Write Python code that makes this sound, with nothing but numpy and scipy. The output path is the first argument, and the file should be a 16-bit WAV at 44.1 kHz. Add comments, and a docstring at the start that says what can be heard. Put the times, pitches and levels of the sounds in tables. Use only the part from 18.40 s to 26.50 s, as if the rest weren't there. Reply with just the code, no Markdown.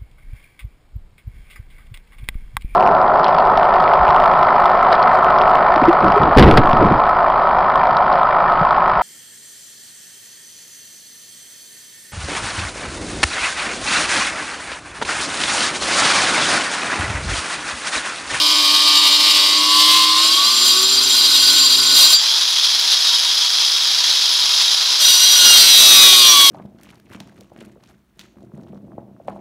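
"""An angle grinder finishes a cut in the edge of a wooden box, is lifted, runs free and bites again.
The rim meets the wood in nearly the same way each turn, so the scrape carries the shaft's multiples;
that force excites the modes of the steel disc and the thrum of the boards. Clean shaft tones swell as they
cross resonances of box and tool. Fan and gears hiss throughout as shaped noise, and the released disc
rings on as decaying sines. The input overloads softly."""
import sys
import numpy as np
from scipy import signal
from scipy.fft import rfft, irfft, next_fast_len
from scipy.io import wavfile
from scipy.ndimage import uniform_filter1d, map_coordinates

SR = 44100
rng = np.random.default_rng(int(sys.argv[2]) if len(sys.argv) > 2 else 0)


def master_out(mix):
    """Clip the mix to full scale and print it as 16-bit PCM to the path in sys.argv[1]."""
    frames = np.transpose(np.atleast_2d(mix))
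    ceiling = np.clip(frames, -1, 1)
    pcm = np.round(ceiling * 32767).astype(np.int16)
    wavfile.write(sys.argv[1], SR, pcm)


N = 357210
T = np.arange(N) / SR

# contact of rim and wood, one table a cut: t/s, bite level/dB, shaft-tone level/dB
CUTS = [
    [(0, -14.5, -2.5), (.5, -13, -6.5), (1.02, -12.5, -5.5), (1.25, -14.5, -4), (1.55, -11, -1.5),
     (1.72, -12.5, -3), (2.1, -12.5, -2.5), (2.5, -14, -4), (2.85, -11, -6), (3.2, -10, -5.5),
     (3.42, -13.5, -4), (3.55, -11.5, -3.5), (3.68, -12.5, -21), (3.75, -13, -26), (3.775, -26, -40)],
    [(6.585, -32, -40), (6.605, -10.5, -34), (6.85, -9, -9), (7.08, -3, 10), (7.3, -5, 0), (7.6, -5, 3.5),
     (7.82, -8, 2), (8.1, -9, 0)],
]


def gain_of(db):
    """Amplitude ratio of a level difference in dB."""
    return 10 ** (np.asarray(db) / 20)


def evened(x):
    """Normalisation to rms 1."""
    return x / np.sqrt(np.mean(x ** 2) + 1e-20)


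def white():
    """White noise: equal mean power at all frequencies, rms 1."""
    return rng.standard_normal(N)


def columns(tables, silent):
    """Piecewise-linear interpolation in time; outside the tables every column takes the value silent."""
    out = np.full((len(tables[0][0]) - 1, N), float(silent))
    for rows in tables:
        s, *values = np.transpose(rows)
        inside = (T >= s[0]) & (T <= s[-1])
        out[:, inside] = [np.interp(T[inside], s, v) for v in values]
    return out


def colour(x, points):
    """Spectral shaping: levels interpolated on a log-frequency axis weight the spectrum; rms 1 results."""
    f, db = np.transpose(points)
    size = next_fast_len(N)
    hz = np.fft.rfftfreq(size, 1 / SR)
    weight = gain_of(np.interp(np.log(hz + 1), np.log(f), db))
    spectrum = rfft(evened(x), size)
    return evened(irfft(spectrum * weight, size)[:N])


def ring(x, hz, width):
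    """Resonance by heterodyning: shift the mode to zero, smooth twice, shift back; white noise keeps its rms."""
    turn = np.exp(2j * np.pi * np.cumsum(hz * np.ones(N)) / SR)  # hz may glide
    r = np.exp(-2.2 * np.pi * abs(width) / SR)
    norm = np.sqrt(2 * (1 - r * r) ** 3 / (1 + r * r))
    smoothed = signal.lfilter([1], [1, -2 * r, r * r], x / turn)
    return norm * (turn * smoothed).real


def flutter(hz):
    """Random modulation: white noise through a one-pole low-pass with its corner at hz, set to rms 1."""
    return evened(signal.lfilter([1], [1, -np.exp(-2 * np.pi * hz / SR)], white()))


def bumps(rows):
    """Sum of Gaussian rises in level (dB)."""
    return sum(db * np.exp(-((T - s) / length * 2) ** 2) for s, length, db in rows)


def grip(*stage_db):
    """Coupling to the wood: gain at four stages (deep in the slot, easing out, entering, bogged down)."""
    changes_s = (1.7, 2.3, 4, 5, 7.1, 7.4)  # three changes of grip, each from, to
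    return gain_of(np.interp(T, changes_s, np.repeat(stage_db, 2)[1:-1]))


def tones(per_turn, angle):
    """Shaft harmonics: one sine of rms 1, in random phase, for each count of beats a turn."""
    phase = rng.random((len(per_turn), 1))
    return np.sqrt(2) * np.sin(2 * np.pi * (np.outer(per_turn, angle) + phase))


def pattern(rows, angle):
    """Periodic forcing: sines that repeat a whole number of times each turn."""
    per_turn, db = np.transpose(rows)
    return gain_of(db) @ tones(np.round(per_turn), angle)


def rim(angle, count=384):
    """Rotational periodicity: rim roughness is read once a turn and wears a little between turns."""
    fresh = rng.standard_normal((1400, count))  # turns, points round the rim
    worn = signal.lfilter([1], [1, -.955], fresh, axis=0)[100:]
    # slow variation round the rim is weakened, leaving the low multiples to the shaft tones
    worn = worn - 0.52 * uniform_filter1d(worn, size=24, axis=1, mode="wrap")
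    return evened(map_coordinates(worn.ravel(), [angle * count], order=3))


def contact_force(angle):
    """Excitation at the contact: partly repeating roughness, partly fresh noise, plus rim and gear patterns."""
    # the harder the disc is pressed, the more alike its turns:
    # t/s, share of the rough force's power that repeats each turn (0-1)
    repeat = [(0, .6), (1.2, .6), (1.4, .75), (1.7, .7), (2.1, .3), (3.8, .2), (6.6, .3), (7, .55),
              (7.3, .8), (8.1, .85)]
    # rim patterns that stand out while the disc sits steady in the slot: beats a turn, level/dB
    seated = [(7, -18), (9, -17.5), (12, -16), (15, -22.5), (20, -22), (22, -20.5), (24, -16), (28, -22),
              (29, -22.5), (31, -14.5), (32, -28), (34, -32.5), (38, -24), (44, -19), (46, -25), (47, -28),
              (48, -14), (54, -15)]
    # gear and rim patterns that stand out as the motor bogs down: beats a turn, level/dB
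    bogging = [(20, -12.5), (28, -30), (29, -16.5), (27, -25), (30, -16), (32, -33), (35, -23), (39, -17),
               (40, -19.5), (45, -20), (47, -27), (49, -21)]
    share = np.interp(T, *np.transpose(repeat))
    force = np.sqrt(share) * rim(angle) + np.sqrt(1 - share) * white()
    force += np.interp(T, (7.12, 7.55), [0, 1]) * pattern(bogging, angle)  # grow between these times (s)
    force += np.interp(T, (1.06, 1.21), [1, 0]) * pattern(seated, angle)  # fade between these times (s)
    return force


def rasp(force):
    """Friction noise: the contact force with the broad spectrum of scraping."""
    # scrape spectrum: f/Hz, relative level per Hz/dB
    scrape = [(300, -95), (600, -10.5), (1100, -29.5), (1650, -13), (2500, -6.5), (3100, 0), (4000, 5),
              (4900, 2), (5600, -14.5), (6700, -13), (9000, -13), (12000, -47)]
    return grip(-2, -5, -4, -2) * colour(force, scrape)


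def fizz(snag_db):
    """Chip noise: amplitude-modulated noise with a spectrum of its own, raised further at each snag."""
    # chip spectrum: f/Hz, relative level per Hz/dB
    chip_spectrum = [(3530, -54), (6000, 8.5), (6800, -5), (8680, 1), (9480, -2), (12200, -1.5),
                     (15700, -12)]
    snag_fizz = 0.89  # extra dB of fizz for each dB of snag
    chips = white() * gain_of(1.4 * flutter(hz=400) + 1.24 * flutter(hz=7.1))
    return grip(-16, -15, -12.5, -7.5) * gain_of(snag_fizz * snag_db) * colour(chips, chip_spectrum)


def boards(force):
    """Forced vibration of the box: the contact force shaped by the low spectrum of the boards."""
    # thrum spectrum: f/Hz, relative level per Hz/dB
    thrum = [(18, -82), (30, -69), (125, -22), (172, -12), (300, 1), (391, -2), (460, -10.5), (590, -17),
             (839, -47), (1000, -16), (1300, -23), (2200, -120)]
    return grip(-24.5, -28.5, -38, -29.5) * colour(force, thrum)


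def disc(bitten_force, speed):
    """Modal resonance of the steel disc; spin stiffens some modes and raises their frequencies."""
    # f/Hz at 134 turns/s, rise/Hz per extra turn/s, nominal width/Hz,
    # relative level/dB: deep in the slot, easing out, entering fresh wood, bogged down
    modes = [(1100, 0, 140, -17, -21, -26, -24), (1490, 0, 50, -29, -25, -22, -29),
             (2850, 0, 45, -19, -23, -16, -20), (3228, 0, 45, -17, -12, -11, -14),
             (3378, 0, 60, -19, -21, -20, -13), (3778, 0, 50, -18, -10, -10, -15),
             (4035, 0, 45, -18, -15, -17, -26), (4160, 0, 70, -20, -7, -17, -22),
             (4700, 0, 38, -11, -5, -15, -19), (4980, 0, 40, -22, -14, -17, -18),
             (5200, 0, 150, -16, -17, -22, -20), (5785, 3, 45, -26, -18, -5, -8),
             (6207, 0, 40, -30, -21, -17, -15), (7090, 0, 50, -30, -34, -22, -25),
             (7262, 1.2, 28, -17, -10, -24, -25), (7650, 0, 35, -42, -36, -25, -36),
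             (8160, 0, 90, -29, -38, -36, -36), (8490, 2.8, 45, -45, -25, -19, -16),
             (8830, 0, 60, -38, -31, -24, -27), (10030, 0, 45, -34, -40, -32, -36),
             (10580, 0, 150, -30, -23, -26, -30), (11400, 0, 50, -36, -27, -28, -34),
             (11900, 4, 70, -31, -28, -23, -22)]
    rings = sum(ring(bitten_force * grip(*db), hz + stiffen * (speed - 134), width)
                for hz, stiffen, width, *db in modes)
    return gain_of(-1.96) * rings


def cut(speed, angle):
    """Forced excitation: one contact force drives rasp, boards and disc, with the fizz of chips added."""
    # the rim snags, a brief louder and fizzier scrape: t/s, full width at 1/e of the dB rise/s, rise/dB
    snags = [(.88, 0.079, 0.5), (1.4, .1, 3), (1.52, 0.065, 1.5), (1.85, 0.11, 1), (2.27, 0.09, 4),
             (2.43, 0.033, 2.5), (3.1, .08, 1), (3.61, 0.13, 6.5), (3.725, 0.058, 6.5), (6.7, 0.097, 2)]
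    snag_db = bumps(snags)
    force = contact_force(angle)
    steady = uniform_filter1d(gain_of(columns(CUTS, silent=-90)[0]), 300)
    bite = steady * gain_of(snag_db + 1.3 * flutter(hz=25.3))
    scraping = bite * (rasp(force) + fizz(snag_db))
    return scraping + steady * boards(force) + disc(force * bite, speed)


def beats(speed, angle):
    """Resonant amplification: tones of off-balance disc and gear teeth swell as they cross a resonance."""
    # tones locked to the shaft: beats a turn, relative level/dB
    shaft_tones = [(1, -40), (1.5, -48.5), (2, -42.5), (3, -35), (6, -41), (9, -30.5), (10, -20), (11, -26),
                   (12, -34)]
    # resonances of box and tool: f/Hz, full width at half amplitude/Hz, peak gain/dB
    body = [(135, 19, 0), (260, 67, 1), (306, 22, -6.5), (380, 24, 1.5), (589, 27, 2.5), (1047, 45, 1.5),
            (1129, 46, 3), (1506, 230, -10)]
    per_turn, db = np.transpose(shaft_tones)
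    per_turn = np.round(2 * per_turn) / 2  # whole or half beats
    hz = np.outer(per_turn, speed)
    lift = sum(gain_of(top_db) / (1 + (2 * (hz - f) / width) ** 2) for f, width, top_db in body)
    lift[per_turn < 7] *= grip(4, 3, -21, -11.5)  # the low tones follow the grip
    contact = uniform_filter1d(gain_of(columns(CUTS, silent=-90)[1]), 1000)
    level = contact * gain_of(1.5 * flutter(hz=9))
    return level * (gain_of(db) @ (lift * tones(per_turn, angle)))


def motor(speed):
    """Broadband noise with resonances: lumpy fan and gear hiss, narrow rings and a whine tied to the shaft."""
    # hiss spectrum: f/Hz, relative level per Hz/dB
    hiss = [(30, -30), (80, -25), (150, -30), (300, -26), (600, -22.5), (1000, -13), (2100, -14),
            (3000, -6.5), (3900, 1), (5900, -4.5), (7200, -15.5), (8400, -22.5), (10700, -20.5),
            (13000, -30.5), (15700, -32)]
    # rings of housing and free disc: f/Hz, nominal width/Hz, middle level against the hiss/dB
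    housing = [(3320, 200, -13), (3774, 20, -14), (4060, 50, -20), (4735, 30, -22), (5050, 300, -13),
               (8980, 25, -35), (10414, 25, -35), (10600, 30, -25), (11100, 200, -34), (11900, 90, -34)]
    # brief swells of the hiss: t/s, full width at 1/e of the dB rise/s, rise/dB
    swells = [(4.53, 0.041, 3.5), (4.66, 0.034, 2.5), (4.78, 0.09, 1.5), (5.69, 0.034, 2), (6.21, 0.062, 3)]
    free_db, buried_db = -16, -20.5  # running free and during a cut
    free_s = (3.72, 3.8, 6.55, 6.9)  # lifted clear from, to; pressed in again from, to
    rattle = evened(white() * gain_of(1.7 * flutter(hz=123) + 0.65 * flutter(hz=12)))
    rings = sum(gain_of(db + 2.2 * flutter(hz=2.0)) * ring(rattle, hz, width) for hz, width, db in housing)
    rings += gain_of(-31.5) * ring(rattle, 6 * speed, 12)  # thin whine at six beats a turn
    level_db = np.interp(T, free_s, [buried_db, free_db, free_db, buried_db]) + bumps(swells)
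    return gain_of(level_db) * (colour(rattle, hiss) + rings)


def ring_on():
    """Free decay: modes of the released disc, no longer damped by the wood, die away exponentially."""
    # f/Hz, level/dB, t60/s
    free_modes = [(4705, -8, 0.29), (7265, -20, 0.41)]
    let_go_s = 3.735  # the wood releases the disc
    t = np.maximum(T - let_go_s, 0)
    onset = np.minimum(t / .012, 1)
    return onset * sum(gain_of(db - 60 * t / t60) * np.sqrt(2) * np.sin(2 * np.pi * hz * t)
                       for hz, db, t60 in free_modes)


def scene():
    """Superposition: all sources share one shaft and sum alike into two channels."""
    # shaft speed, sagging under load and running up when free: t/s, speed/(turns per s)
    shaft = [ (0, 100.5), (.6, 99.1), (1.08, 99.1), (1.4, 103.2), (1.54, 104.3), (1.75, 103.7),
             (2.25, 121.9), (2.6, 131.3), (2.9, 135.2), (3.3, 133.7), (3.72, 134), (3.9, 151), (4.5, 159.5),
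             (5.4, 164.3), (6.55, 164.6), (6.65, 153), (6.92, 147.8), (7.2, 138.6), (7.55, 128.2),
             (7.75, 123.4), (8, 112.4), (8.1, 110.8)]
    speed = np.interp(T, *np.transpose(shaft))
    angle = np.cumsum(speed) / SR  # turns
    mono = cut(speed, angle) + beats(speed, angle) + motor(speed) + ring_on()
    return np.tile(mono, (2, 1))


def record(dry):
    """Soft saturation rounds the tallest peaks; a high-pass thins the bass and a low-pass limits the band."""
    ceiling, low_cut_hz, edge_hz = 0.71, 203, 15750  # ceiling in full-scale amplitude
    rounded = dry / (1 + abs(dry / ceiling) ** 6) ** (1 / 6)
    thin = signal.sosfilt(signal.butter(2, low_cut_hz, "high", fs=SR, output="sos"), rounded)
    low_pass = signal.firwin(511, edge_hz, window=("kaiser", 9), fs=SR)
    return signal.oaconvolve(thin, low_pass[None], "same")


dry = scene()
out = record(dry)
master_out(out)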